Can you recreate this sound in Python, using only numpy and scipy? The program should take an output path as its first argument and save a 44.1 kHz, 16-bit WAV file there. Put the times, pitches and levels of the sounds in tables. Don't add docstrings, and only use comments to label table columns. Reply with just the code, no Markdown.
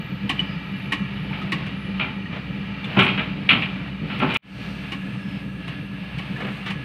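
import sys
import numpy as np
from scipy import signal
from scipy.fft import rfft, irfft, next_fast_len
from scipy.io import wavfile
from scipy.ndimage import uniform_filter1d, minimum_filter1d, map_coordinates

SR = 44100
rng = np.random.default_rng(int(sys.argv[2]) if len(sys.argv) > 2 else 0)


def inscribe(sig):
    pcm = np.round(np.clip(np.atleast_2d(sig).T, -1, 1) * 32767)
    wavfile.write(sys.argv[1], SR, pcm.astype(np.int16))


N = 301644
CUT_S = 4.371

# f/Hz, density/dB
ARM_SPECTRUM = [(50, -28), (95, -10.5), (120, 8), (165, 5), (210, 9), (270, 4.5), (345, -4), (480, -10),
                (850, -5.5), (1200, -7), (2200, -59)]


def amp(db):
    return 10 ** (np.asarray(db) / 20)


def unit(x):
    return x / np.sqrt(np.mean(x ** 2) + 1e-20)


def after(s):
    return np.arange(N) / SR > s


def curves(rows):
    s, *cols = np.transpose(rows)
    return [np.interp(np.arange(N) / SR, s, c) for c in cols]


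def wobble(rate, size=N):
    knots = rng.standard_normal(int(size * rate / SR) + 4)
    return map_coordinates(knots, [np.arange(size) * rate / SR])


def filtered(x, response):
    m = next_fast_len(len(x) + 8192)
    return irfft(rfft(x, m) * response(np.fft.rfftfreq(m, 1 / SR)), m)[:len(x)]


def coloured(x, spectrum):
    f, db = np.transpose(spectrum)
    return unit(filtered(x, lambda hz: amp(np.interp(np.log(hz + 1), np.log(f), db, left=-100))))


def resonant(x, hz, width):
    w = width * np.sqrt(2)
    return unit(filtered(x, lambda f: (1j * f * w / (hz * hz - f * f + 1j * f * w)) ** 2))


def gritty(size, rate, depth_db):
    return unit(rng.standard_normal(size) * amp(depth_db * wobble(rate, size)))


def fade(t, attack, t60):
    return (1 - np.exp(-t / attack)) * amp(-60 * t / t60)


def tilted(hz, db, brightness):
    return db + brightness * np.log2(hz / 2400)


def rebounding(rows, delay, rebound_db):
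    return [(s + k * delay, db + k * rebound_db, *rest) for s, db, *rest in rows for k in range(2)]


def add(track, s, sound):
    room = track[round(s * SR):][:len(sound)]
    room += sound[:len(room)]


def bank(x):
    t = np.arange(SR // 2) / SR
    tail = coloured(rng.standard_normal(len(t)), [(60, 7), (3000, -3), (9000, -5)])
    tail *= fade(t, attack=0.045, t60=0.38)
    return signal.fftconvolve(x, tail / np.linalg.norm(tail))[:N]


def turbos():
    # t/s, f/Hz
    near_glide = [(0, 12100), (.9, 11220), (1.45, 11240), (2, 9970), (4.37, 9700), (4.42, 11600),
                  (5.35, 11150), (6.84, 11750)]
    far_glide = [(1.7, 15900), (2.3, 14900), (3.4, 15900), (5.7, 13950), (6.84, 14550)]
    out = np.zeros(N)
    for glide, db, fuzz_hz in [(near_glide, -78, 420), (far_glide, -80, 600)]:
        hz, = curves(glide)
        level_db = db + 24 * np.log2(hz / hz.mean()) + 4.3 * wobble(6)
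        phase = 2 * np.pi * np.cumsum(hz * (1 + .004 * wobble(4))) / SR
        out += amp(level_db) * unit(wobble(fuzz_hz) * np.sin(phase))
    return out


def hydraulics(digging_db=-75):
    # t/s, level/dB
    lift_flow = [(4.7, -63), (4.79, -64), (5.68, -70.5), (6.1, -72.5), (6.57, -62), (6.8, -73)]
    # f/Hz, density/dB
    hiss_spectrum = [(4000, -18), (6000, 2.5), (7500, 2), (9500, 3.5), (11000, -15), (13300, 1),
                     (15500, -18)]
    # t/s, length/s, f/Hz, width/Hz, level/dB
    squeals = [(.38, .26, 4900, 200, -58), (4.251, .75, 4420, 600, -53.5), (4.25, .75, 5650, 900, -62),
               (5.08, .42, 5150, 280, -60.5)]
    lift_db, = curves(lift_flow)
    hiss_db = np.where(after(CUT_S), lift_db - 1.5, digging_db) + .8 * wobble(4)
    oil = amp(hiss_db) * coloured(rng.standard_normal(N), hiss_spectrum)
    for s, length, hz, width, db in squeals:
        size = int(length * SR)
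        add(oil, s, amp(db) * np.hanning(size) * resonant(rng.standard_normal(size), hz, width))
    return oil


def exhaust(firing_hz, unsteady_db):
    # multiple of the firing rate, level/dB
    orders = [(1, -45), (2, -47.5), (3, -36), (4, -76), (4.5, -50.5), (6, -57)]
    phase = 2 * np.pi * np.cumsum(firing_hz * (1 + 0.0041 * wobble(9))) / SR
    return sum(amp(db + unsteady_db * wobble(16)) * np.sqrt(2)
               * np.sin(k * phase + rng.uniform(0, 2 * np.pi)) for k, db in orders)


def engines():
    # t/s, level/dB
    dig_load = [(0.0, -41), (0.91, -41.5), (1.58, -35.5), (1.76, -40.5), (2.75, -41), (3.03, -34),
                (3.94, -40.5), (4.15, -35.5)]
    lift_load = [(4.75, -38.5), (5.78, -40), (6.34, -37), (6.8, -39.5)]
    # f/Hz, density/dB
    rumble_spectrum = [(15, -76), (25, -44), (36, -29), (48, -17.5), (70, -18), (87, -14), (132, -1.5),
                       (188, -1), (206, 3), (222, -14.5), (286, -8), (338, -21), (393, -22.5), (520, -21.5),
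                       (680, -33.5), (1140, -120)]
    clatter_spectrum = [(250, -30), (380, -13), (600, -3), (1050, -5.5), (1500, -5), (2100, -1),
                        (2600, 1.5), (3050, -2.5), (3400, -6.5), (4300, -14), (5200, -23), (6200, -43),
                        (8000, -41)]
    load_db, = curves(np.vstack([dig_load, lift_load]))
    firing_hz = 64.75 * (1 + 0.00878 * wobble(2.5))
    near = amp(-1.5) * exhaust(firing_hz, unsteady_db=-0.5)
    far = amp(-10) * exhaust(firing_hz * 0.98, unsteady_db=3.5)
    rumble_db = -31 + 0.46 * (load_db - load_db.mean())
    rumble = amp(rumble_db) * coloured(gritty(N, rate=24, depth_db=2.5), rumble_spectrum)
    clatter = amp(load_db - 1.6 + 1.8 * wobble(8)) * coloured(rng.standard_normal(N), clatter_spectrum)
    return near + far + rumble + clatter


def covers():
    # f/Hz, width/Hz, digging level/dB, lifting level/dB
    panels = [(871, 53, -51.5, -57), (1272, 160, -47, -49), (1684, 62, -49.5, -44.5),
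              (1918, 81, -48.5, -75), (2356, 116, -43.5, -50.5), (2742, 72, -48.5, -47.5),
              (2934, 72, -48, -61), (3755, 110, -58, -68), (4343, 56, -61, -64.5), (4820, 100, -68, -87),
              (5970, 620, -72, -70), (8820, 480, -87, -68.5)]
    ring = sum(amp(np.where(after(CUT_S), lift_db, dig_db)) * resonant(rng.standard_normal(N), hz, width)
               for hz, width, dig_db, lift_db in panels)
    return amp(-2.5 + wobble(5)) * ring


def scrapes():
    # t/s, length/s, level/dB, brightness/(dB/octave)
    strokes = [(1.278, 0.46, -42, -5.5), (2.295, 0.13, -36, 1), (2.88, 0.26, -30.5, 0.5),
               (3.622, 0.35, -42.5, 2), (4.21, 0.044, -22.5, -2.5), (4.244, 0.17, -31, 1),
               (6.351, 0.18, -31.5, -1), (6.652, 0.065, -28, 5)]
    # f/Hz, density/dB
    gravel = [(150, -6), (400, 4), (900, 0), (1600, 0.5), (2700, 0), (3600, -10), (5000, -27.5),
              (9000, -52.5)]
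    out = np.zeros(N)
    for s, length, db, brightness in strokes:
        size = int(length * SR)
        spectrum = [(f, tilted(f, level, brightness)) for f, level in gravel]
        swell = np.sqrt(np.abs(np.hanning(size)))
        add(out, s, amp(db) * swell * coloured(gritty(size, rate=160, depth_db=2), spectrum))
    return out


def chatter(size, modes):
    return sum(amp(db) * resonant(rng.standard_normal(size), hz * (1 + .019 * rng.standard_normal()), width)
               for hz, width, db in modes)


def tooth(t):
    # f/Hz, level/dB, t60/s
    modes = [(1069, -7.5, 0.2), (1920, -2.5, 0.15), (2200, 0, 0.097), (2355, -1, 0.11), (2980, -2.5, 0.08),
             (3800, -9, .05)]
    ring = np.zeros(len(t))
    for hz, db, t60 in modes:
        strength = amp(db + 3 * rng.standard_normal())
        detuned_hz = hz * (1 + .012 * rng.standard_normal())
        ring += strength * np.sin(2 * np.pi * (detuned_hz * t + rng.random())) * fade(t, .002, t60)
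    return ring


def stones(note_cycles=96):
    # t/s, level/dB, note f/Hz, note offset/dB
    clacks = [(.293, -21, 3060, -0.5), (.393, -33.5, 2965, 18), (.921, -21, 1876, -1), (1.308, -50, 897, 9),
              (1.416, -40, 1265, 2.5), (1.519, -23, 1880, -4), (1.664, -38, 1510, -3.5),
              (2.258, -49.5, 1890, 14.5), (2.843, -36.5, 3500, 4.5), (4.919, -27.5, 2880, -3),
              (5.678, -33.5, 2760, -5), (6.182, -30.5, 2550, -11), (6.362, -41.5, 1723, 9.5),
              (6.404, -38, 1730, 6), (6.661, -32, 3300, -10), (6.703, -28.5, 2030, -16)]
    # t/s, level/dB
    splinters = [(2.992, -47), (3.028, -52), (3.049, -54.5), (3.494, -58), (4.19, -57), (4.341, -46.5)]
    # f/Hz, width/Hz, level/dB
    stone_modes = [(294, 65, -5), (813, 160, -10), (1115, 64, -4.5), (1905, 470, -4), (2390, 240, -5),
                   (2900, 220, -1.5), (3640, 950, -9), (5560, 1800, -29), (8600, 3000, -37)]
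    shard_modes = [(5530, 850, 1), (7050, 840, -6.5), (8160, 350, -2.5), (9360, 460, -6), (10200, 300, -3),
                   (12600, 1800, -9)]
    out, t = np.zeros(N), np.arange(SR // 4) / SR
    for s, db, hz, note_db in rebounding(clacks, delay=.009, rebound_db=-8.5):
        chips = chatter(len(t), stone_modes) * fade(t, attack=0.0027, t60=0.12)
        note = np.sin(2 * np.pi * (hz * t + rng.random())) * fade(t, attack=0.0011, t60=note_cycles / hz)
        add(out, s, amp(db) * (amp(1) * chips + amp(note_db + 9) * note + amp(-5.5) * tooth(t)))
    clack_splinters = [(s, db - 25) for s, db, _, _ in clacks]
    for s, db in splinters + clack_splinters:
        add(out, s, amp(db) * chatter(len(t), shard_modes) * fade(t, attack=.0005, t60=.075))
    return out


def jolts():
    # t/s, level/dB, pitch ratio
    hits = [(2.014, -28, 0.93), (2.965, -14.5, 0.92), (3.52, -21, 1.1), (4.222, -18, 1.2)]
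    out, t = np.zeros(N), np.arange(SR * 3 // 5) / SR
    for s, db, pitch in hits:
        body = coloured(rng.standard_normal(len(t)), [(f * pitch, level) for f, level in ARM_SPECTRUM])
        add(out, s, amp(db) * body * fade(t, attack=0.0042, t60=0.44))
    return out


def plates(t, brightness, soil_damping=0.86):
    # f/Hz, level/dB, t60 without soil/s
    modes = [(338, -27, .5), (385.3, -15, 0.6), (628, -13.5, 0.36), (855, -11, 0.44), (1020, -34, .3),
             (1316.4, -3, 0.28), (1356, -2, 0.22), (1617, -11.5, 0.33), (1748, -9, 0.32), (2060, -12, 0.63),
             (2192, -10, .35), (2373, 3, 0.3), (2473, -17.5, 0.27), (2670, -12.5, 0.3), (2680, -6, 0.59),
             (2930, 3, .2), (2875, -5, 0.25), (2980, -3, 0.33), (3180, -5, 0.41), (3250, 2.5, 0.089),
             (3520, -20, 0.27), (3860, -16.5, 0.28), (4130, -17.5, 0.3)]
    hz, db, t60 = np.transpose(modes)[:, :, None]
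    strength = amp(tilted(hz, db, brightness) + 2.5 * rng.standard_normal(hz.shape))
    loaded_hz = hz * (1 + 0.0024 * rng.standard_normal(hz.shape))
    partials = strength * np.sin(2 * np.pi * (loaded_hz * t + rng.random(hz.shape)))
    return (partials * fade(t, 0.00096, t60 * soil_damping)).sum(0) / np.linalg.norm(strength)


def bucket():
    # t/s, level/dB, brightness/(dB/octave)
    blows = [(1.330, -26, -3.5), (1.9964, -14.5, -1.5), (2.9696, -13.5, -7), (2.9901, -6, -0.5),
             (3.0314, -17.5, -3.5), (3.0659, -14.5, 2), (3.1762, -14.5, -2.5), (3.490, -3, 2.5),
             (3.6214, -19, 0.5), (4.1006, -24, -3.5), (4.1999, -17.5, -5), (4.2203, -19.5, -7.5),
             (4.3001, -22, 6), (4.3495, -15, 1)]
    # f/Hz, density/dB
    crunch_spectrum = [(150, -22.5), (350, -17.5), (700, -19.5), (1300, -2.5), (1650, -8.5), (2050, -3.5),
                       (2400, 4.5), (3000, -4.5), (3600, -9), (4200, -20), (4800, -33.5), (6500, -55),
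                       (10000, -52), (15000, -72)]
    out, t = np.zeros(N), np.arange(SR * 3 // 5) / SR
    first_bite = amp(-6) * fade(t, attack=.0004, t60=0.023)
    crunch_envelope = first_bite + fade(t, attack=0.00039, t60=0.27)
    for s, db, brightness in rebounding(blows, delay=.014, rebound_db=-3.5):
        ring = plates(t, brightness)
        contact = [(f, tilted(f, level, brightness)) for f, level in crunch_spectrum]
        crunch = coloured(gritty(len(t), rate=298, depth_db=3), contact) * crunch_envelope
        thud = coloured(rng.standard_normal(len(t)), ARM_SPECTRUM) * fade(t, attack=0.0037, t60=0.37)
        thud_db = -19 - 0.97 * brightness
        add(out, s, amp(db) * (amp(-6) * ring + amp(-8.5) * crunch + amp(thud_db) * thud))
    return out


def scene():
    machines = engines() + covers() + hydraulics() + turbos()
    digging = bucket() + jolts() + scrapes()
    clacks = stones()
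    echo = bank(amp(-15.5) * digging + amp(-16) * clacks)
    return (digging + clacks + echo + machines)[None]


def limited(x, ceiling=.85, reaction_s=.002):
    size = int(reaction_s * SR)
    needed = ceiling / np.maximum(np.abs(x), ceiling)
    return x * uniform_filter1d(minimum_filter1d(needed, 2 * size), size)


def record(dry, resume_s=4.42, fade_s=0.23, top_hz=15550):
    rise = np.clip((np.arange(N) / SR - resume_s) / fade_s, 0, 1)
    gain = np.where(after(CUT_S), amp(-46) + amp(-1.5) * rise, 1)
    return filtered(limited(dry[0]) * gain, lambda hz: hz < top_hz)[None]


dry = scene()
out = record(dry)
inscribe(out)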